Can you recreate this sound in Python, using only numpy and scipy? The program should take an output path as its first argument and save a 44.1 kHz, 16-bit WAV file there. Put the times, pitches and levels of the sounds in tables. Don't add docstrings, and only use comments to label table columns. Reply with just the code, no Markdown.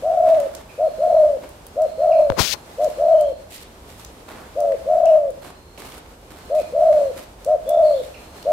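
import sys
import numpy as np
from scipy import signal
from scipy.fft import rfft, irfft, next_fast_len
from scipy.io import wavfile
from scipy.ndimage import map_coordinates

SR = 44100
rng = np.random.default_rng(int(sys.argv[2]) if len(sys.argv) > 2 else 0)


def unload_audio(sound):
    columns = np.transpose(np.atleast_2d(sound))
    steps = np.round(np.clip(columns, -1, 1) * 32767)
    wavfile.write(sys.argv[1], SR, steps.astype(np.int16))


N = 375732

# start_s, length_s, top_hz, sag_hz, level_db, swell_db
SHORT_COOS = [(0.779, 0.11, 653.4, 21, -16.5, 3), (1.759, 0.11, 651, 23, -16.5, 3.5),
              (2.777, 0.11, 642, 31, -17, 2.5), (4.554, .2, 637, 68, -18.5, 0),
              (6.495, .123, 634, 15.7, -18, 3.5), (7.457, 0.11, 644, 11, -15, 2.5),
              (8.45, 0.11, 639, 5.2, -15.5, 2)]
# start_s, length_s, top_hz, sag_hz, level_db, swell_at_fraction
LONG_COOS = [(.024, 0.45, 694.3, 140.8, -14, .66), (0.983, 0.39, 668.6, 123.5, -14, 0.55),
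             (1.976, 0.36, 664, 118.7, -14, .53), (2.974, .353, 657.4, 112.3, -14.5, 0.45),
             (4.858, .45, 670.8, 126.2, -13.5, .54), (6.725, 0.39, 645.6, 120.4, -15, .42),
             (7.66, 0.36, 652.3, 144.8, -15.5, .46)]
# frequency_hz, gain_db
THROAT = [(400, -2), (520, 2), (630, -0.5), (710, -1.5), (790, -15.5), (950, -10.5)]
# frequency_hz, gain_db
HUSK = [(120, -14.5), (400, -25.0), (850, 4.5), (1400, -11.5), (2500, -20.5), (6000, -47.5)]
# start_s, level_db, centre_hz
TICKS = [(0.345, -31.5, 1900), (.401, -29, 8100), (0.55, -26.5, 6630), (.755, -51, 1210),
         (1.491, -36.5, 11260), (1.667, -30.5, 12170), (1.819, -33, 7700), (2.8365, -34.5, 5920),
         (2.844, -28.5, 7500), (3.21, -27.5, 8700), (3.58, -34.5, 4920), (3.893, -39.5, 2000),
         (4.048, -30, 5960), (4.289, -33, 1510), (4.604, -29, 9740), (4.721, -32, 1740),
         (5.056, -30.5, 5500), (5.305, -37.5, 9750), (5.777, -34.5, 2550), (5.921, -34, 2510),
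         (6.061, -39.5, 1500), (6.927, -29, 1780), (7.447, -29.5, 8700), (7.692, -21.5, 12400),
         (8.427, -30, 3800)]
# start_s, length_s, level_db, scuff_db
SHUFFLES = [(0.26, 0.36, -52.5, 8.5), (1.412, 0.059, -58, 15), (2.811, 0.12, -48, -6.5),
            (3.498, 0.14, -43, -30), (3.877, 0.18, -50, -3.5), (4.279, .22, -55.5, 12),
            (5.417, 0.097, -48.5, 5.5), (5.775, 0.22, -46, 1.5), (6.299, .19, -54.5, 5),
            (6.547, 0.08, -45, -4), (7.159, .09, -46, 0.5), (7.821, 0.27, -51, -12.5)]
# frequency_hz, gain_db
FEATHERS = [(700, -16.5), (2000, 5.5), (4000, 5), (6000, 1), (9000, 4), (11000, 0.5), (13000, 3.5),
            (15800, -10)]
SCUFF = [(60, -11), (200, 0), (900, -1.5), (2000, -11.5), (4000, -20.5), (9000, -35.5)]
# time_s, hiss_db, rumble_db
RUB = [(2.365, -46.5, -33), (2.383, -26.5, -17), (2.397, -13, -11), (2.425, -16, -25.5), (2.46, -19, -34.5),
       (2.505, -20.5, -56.5), (2.537, -17.5, -29), (2.546, -34, -27.5), (2.565, -52.5, -44.5)]
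# frequency_hz, gain_db
SKIN = [(700, -23.5), (1300, -10), (2500, -0.5), (4500, 2.5), (6500, -0.5), (8000, -9), (15800, -12.5)]
PORT = [(25, -25), (80, -4.5), (350, -11.5), (1000, -7), (2000, -17), (5000, -48.5)]
# start_s, level_db, ring_hz, t60_s
POPS = [(2.3016, 8.5, 710, 0.0031), (2.2998, -10.5, 1590, 0.0042), (2.3052, -13, 92, 0.08),
        (2.321, -6.5, 1180, 0.0023), (2.4031, 1.5, 108, 0.016), (2.5298, -22, 3470, .005)]
# start_s, length_s, start_hz, end_hz, level_db
CHIRPS = [(0.689, 0.024, 2547, 2430, -49), (2.117, 0.018, 2615, 2340, -40.5), (3.1, 0.21, 2976, 3300, -55),
          (5.061, 0.018, 2610, 2550, -43.5), (6.578, 0.039, 2450, 2360, -47.5),
          (7.623, 0.23, 3370, 3630, -54.5), (7.821, 0.13, 4240, 4260, -48.5), (7.925, 0.1, 3310, 3760, -50),
          (8.14, 0.021, 2530, 2550, -44)]
# start_s, length_s, level_db
TRILLS = [(0.804, 0.45, -63.5), (1.8, .84, -63.5), (2.749, 0.76, -67.5), (5.35, .6, -68),
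          (6.302, .85, -67.5), (7.901, 0.84, -66)]
# frequency_hz, gain_db
RUMBLE = [(20, -16.5), (38, 0.5), (65, 0.5), (110, -8.5), (180, -11.5), (400, -15), (900, -31), (2000, -60)]
HISS = [(100, 8), (500, 14.5), (900, 9.5), (1900, -1), (2800, -2), (6500, -7), (9000, -7), (10800, -11.5),
        (12500, -8.5), (15800, -20.5)]
# time_s, level_db
HISS_LEVEL = [(0.0, -44.5), (.7, -48), (1.15, -44.5), (1.65, -49), (2.2, -45.5), (3.11, -44), (3.37, -50),
              (5.1, -45.5), (5.24, -50), (6.05, -51), (7.02, -42.5), (7.3, -48.5), (8.52, -44.5)]
# frequency_hz, correlation
COHERENCE = [(100, 0.96), (300, 0.99), (640, 0.6), (1400, 0)]
# frequency_hz, t60_s
SHED_DECAY = [(300, 0.12), (650, 0.52), (3000, 0.43), (12000, 0.017)]

ROLL_HZ, STRAINED_ROLL_HZ = 97.87, 56.1


def dove():
    out = np.zeros(N)
    for s, *note in SHORT_COOS:
        add(out, s, short_coo(*note))
    for s, *note in LONG_COOS:
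        add(out, s, long_coo(*note))
    return out


def short_coo(length, top_hz, sag_hz, db, swell_db, swell_at=0.63, swell_width=0.19):
    t = np.arange(int(length * SR)) / SR
    pitch, shape_db = arch(t, top_hz, sag_hz, scoop_s=0.04, attack_s=0.04, sag_from=0.15,
                           drop_hz=110, release_db=11, release_s=0.026)
    push_db = swell_db * np.exp(-((t / length - swell_at) / swell_width) ** 2)
    upper_ratio = 0.85 * (1 - 0.26 * push_db)
    return coo(t, pitch, db + shape_db + push_db, upper_ratio, ROLL_HZ, jitter=0.06)


def long_coo(length, top_hz, sag_hz, db, swell_at, swell_db=6.5, swell_width=0.1644,
             tire_from=0.67, tire_db=13, quaver_hz=18):
    t = np.arange(int(length * SR)) / SR
    progress = t / length
    pitch, shape_db = arch(t, top_hz, sag_hz, scoop_s=0.0713, attack_s=0.061, sag_from=0.33,
                           drop_hz=35.2, release_db=1, release_s=0.033)
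    past_peak = progress - swell_at
    swell = np.exp(-(past_peak / swell_width) ** 2)
    strain = np.exp(-(past_peak / np.where(past_peak < 0, 0.43, 0.255)) ** 2)
    tired = ramp((progress - tire_from) / (1 - tire_from))
    first, leading, merged, last = 0.733, 1.724, 0.25, 0.396
    upper_ratio = first + (leading - first) * ramp(progress / (swell_at - swell_width)) ** 2
    upper_ratio += (last - upper_ratio) * ramp(past_peak / swell_width + 1)
    upper_ratio += (merged - upper_ratio) * swell
    beat_hz = ROLL_HZ + (STRAINED_ROLL_HZ - ROLL_HZ) * strain
    pitch = pitch + quaver_hz * strain * wobble(len(t), 110.07)
    level_db = db + shape_db + swell_db * swell - tire_db * tired
    return coo(t, pitch, level_db, upper_ratio, beat_hz, jitter=0.15)


def arch(t, top_hz, sag_hz, scoop_s, attack_s, sag_from, drop_hz, release_db, release_s,
         scoop_hz=155.4, onset_db=19):
    scoop = ramp(1 - t / scoop_s) ** 2
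    sag = ramp((t / t[-1] - sag_from) / (1 - sag_from)) ** 1.5
    closing = ramp(1 - (t[-1] - t) / release_s) ** 2
    pitch = top_hz - scoop_hz * scoop - sag_hz * sag - drop_hz * closing
    return pitch, -onset_db * ramp(1 - t / attack_s) ** 2 - release_db * closing


def coo(t, pitch, db, upper_ratio, beat_hz, jitter,
        sideband_db=-17, ceiling_db=-8, overtone_db=-41, husk_db=-35):
    n = len(t)
    beat_phase = 2 * np.pi * np.cumsum(beat_hz * (1 + jitter * wobble(n, 49.66))) / SR
    power = 1 + upper_ratio ** 2
    lower_phase = 2 * np.pi * np.cumsum(pitch - beat_hz * upper_ratio ** 2 / power) / SR
    slip_rad = (0.26 + fade(t, 0.11) ** 4) * wobble(n, 54.96)
    upper = upper_ratio * np.exp(1j * (beat_phase + slip_rad))
    voice = (1 + upper + amp(sideband_db) * upper.conj()) * np.exp(1j * lower_phase) / np.sqrt(power)
    falter = 0.28 * fade(t, 0.12) ** 4
    voice *= np.exp(falter * (wobble(n, 90.24) + 1j * wobble(n, 70)) - falter ** 2)
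    voice /= (1 + (np.abs(voice) * amp(db - ceiling_db)) ** 4) ** (1 / 4)
    fundamental = filtered(voice.imag, lambda hz: amp(along(THROAT, hz)))
    tone = np.sqrt(2) * (fundamental + amp(overtone_db) * (voice ** 2).imag)
    husk = amp(husk_db) * np.abs(voice) * noise(n, HUSK)
    return amp(db) * fade(t, 0.00096) * (tone + husk)


def claws(t60_s=0.022, gain_db=-3):
    out = np.zeros((2, N))
    t = np.arange(SR // 16) / SR
    for s, db, hz in TICKS:
        colour = [(hz / 8, -18), (hz / 2, -7), (hz, 0), (hz * 2, -9), (hz * 8, -26)]
        add(out, s, amp(db + gain_db - 60 * t / t60_s) * noise((2, len(t)), colour))
    return out


def feathers(grain_db=3, pressure_db=3, fall_db=5):
    out = np.zeros((2, N))
    for s, length, db, scuff_db in SHUFFLES:
        n = int(length * SR)
        t = np.arange(n) / SR
        grains = unit(amp(grain_db * wobble(n, 400) + pressure_db * wobble(n, 35)))
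        brush = noise((2, n), FEATHERS) + amp(scuff_db) * noise(n, SCUFF)
        add(out, s, amp(db + fall_db * (0.5 - t / length)) * fade(t, 0.0063) * grains * brush)
    return out


def finger(grain_db=1.0):
    out = np.zeros(N)
    t, hiss_db, rumble_db = curves(RUB)
    n = len(t)
    drag = amp(hiss_db + grain_db * wobble(n, 480)) * noise(n, SKIN)
    add(out, t[0], drag + amp(rumble_db) * noise(n, PORT))
    t = np.arange(SR // 16) / SR
    for s, db, hz, t60 in POPS:
        add(out, s, amp(db - 60 * t / t60) * np.sin(2 * np.pi * hz * t))
    return out


def far_birds(waver=0.0046, rasp=0.05, flutter_db=4, overtone_db=-15):
    out = np.zeros(N)
    for s, length, start_hz, end_hz, db in CHIRPS:
        n = int(length * SR)
        t = np.arange(n) / SR
        depth = waver + rasp * np.exp(-(length / 0.13) ** 2)
        drift = 0.012 * wobble(n, 60)
        jitter = depth * (wobble(n, 150) + wobble(n, 1200))
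        hz = np.linspace(start_hz, end_hz, n) * (1 + drift + jitter)
        flutter = unit(amp(flutter_db * wobble(n, 35)))
        phase = 2 * np.pi * np.cumsum(hz) / SR
        tone = np.sin(phase) + amp(overtone_db) * np.sin(2 * phase)
        add(out, s, amp(db) * fade(t, length / 3) * flutter * tone)
    return out


def trill(centre_hz=4200, half_width_hz=130, flicker_db=2):
    out = np.zeros(N)
    for s, length, db in TRILLS:
        t = np.arange(int(length * SR)) / SR
        white = rng.standard_normal(len(t))
        band = filtered(white, lambda hz: 1 / (1 + ((hz - centre_hz) / half_width_hz) ** 4))
        flicker = amp(flicker_db * wobble(len(t), 40))
        add(out, s, amp(db) * fade(t, 0.083) * unit(flicker * band))
    return out


def shed(x, predelay_s=0.012):
    hz, t, spectra = signal.stft(rng.standard_normal((2, SR // 2)), SR, nperseg=256)
    decay = amp(-60 * t / along(SHED_DECAY, hz)[:, None])
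    tail = signal.istft(spectra * decay, SR, nperseg=256)[1]
    tail = np.pad(tail / np.linalg.norm(tail[0]), ((0, 0), (round(predelay_s * SR), 0)))
    return signal.fftconvolve(x, tail, axes=1)[:, :N]


def outdoors(rumble_db=-47, hiss_gain_db=1, drift_db=1):
    s, db = np.transpose(HISS_LEVEL)
    hiss_db = np.interp(np.arange(N) / SR, s, db) + hiss_gain_db + drift_db * wobble(N, 24)
    return amp(rumble_db) * diffuse(RUMBLE) + amp(hiss_db) * diffuse(HISS)


def diffuse(spectrum):
    side_gain = lambda hz: np.tan(np.arccos(np.clip(along(COHERENCE, hz), -1, 1)) / 2)
    mid = noise(N, spectrum)
    side = filtered(noise(N, spectrum), side_gain)
    return np.array([mid + side, mid - side])


def amp(db):
    return 10 ** (np.asarray(db) / 20)


def unit(x):
    return x / np.sqrt(np.mean(np.abs(x) ** 2) + 1e-20)


def ramp(x):
    return np.clip(x, 0, 1)


def along(points, hz):
    f, v = np.transpose(points)
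    return np.interp(np.log(hz + 1), np.log(np.abs(f) + 1), v)


def curves(rows):
    s, *cols = np.transpose(rows)
    t = np.arange(round(s[0] * SR), round(s[-1] * SR)) / SR
    return [t] + [np.interp(t, s, c) for c in cols]


def wobble(n, rate):
    return map_coordinates(rng.standard_normal(int(n * rate / SR) + 4), [np.arange(n) * rate / SR])


def fade(t, edge):
    return np.sin(np.pi / 2 * ramp(np.minimum(t - t[0], t[-1] - t) / edge))


def add(track, s, x):
    i = max(round(s * SR), 0)
    track[..., i:i + x.shape[-1]] += x[..., :max(N - i, 0)]


def filtered(x, response):
    n = x.shape[-1]
    m = next_fast_len(n + SR // 4)
    return irfft(rfft(x, m) * response(np.fft.rfftfreq(m, 1 / SR)), m)[..., :n]


def noise(shape, spectrum):
    return unit(filtered(rng.standard_normal(shape), lambda hz: amp(along(spectrum, hz))))


def pan(x, left_db):
    return x * amp([[left_db / 2], [-left_db / 2]])


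def scene(wall_delay_s=0.034, wall_db=-30):
    coos = dove()
    fidgets = claws() + feathers()
    far_calls = far_birds() + trill()
    direct = pan(coos, left_db=2.0) + pan(fidgets, left_db=-3.0) + pan(far_calls, left_db=-10.5)
    echo = shed(amp(-14) * coos + amp(-7.5) * fidgets + amp(0.5) * far_calls)
    add(echo, wall_delay_s, amp(wall_db) * coos)
    touch = finger() * amp([[0], [-26]])
    return direct + echo + touch + pan(outdoors(), left_db=-0.7)


def record(dry, low_hz=35, top_hz=15800):
    lean = signal.sosfilt(signal.butter(2, low_hz, "high", fs=SR, output="sos"), dry)
    return filtered(np.clip(lean, -1, 1), lambda hz: hz < top_hz)


dry = scene()
out = record(dry)
unload_audio(out)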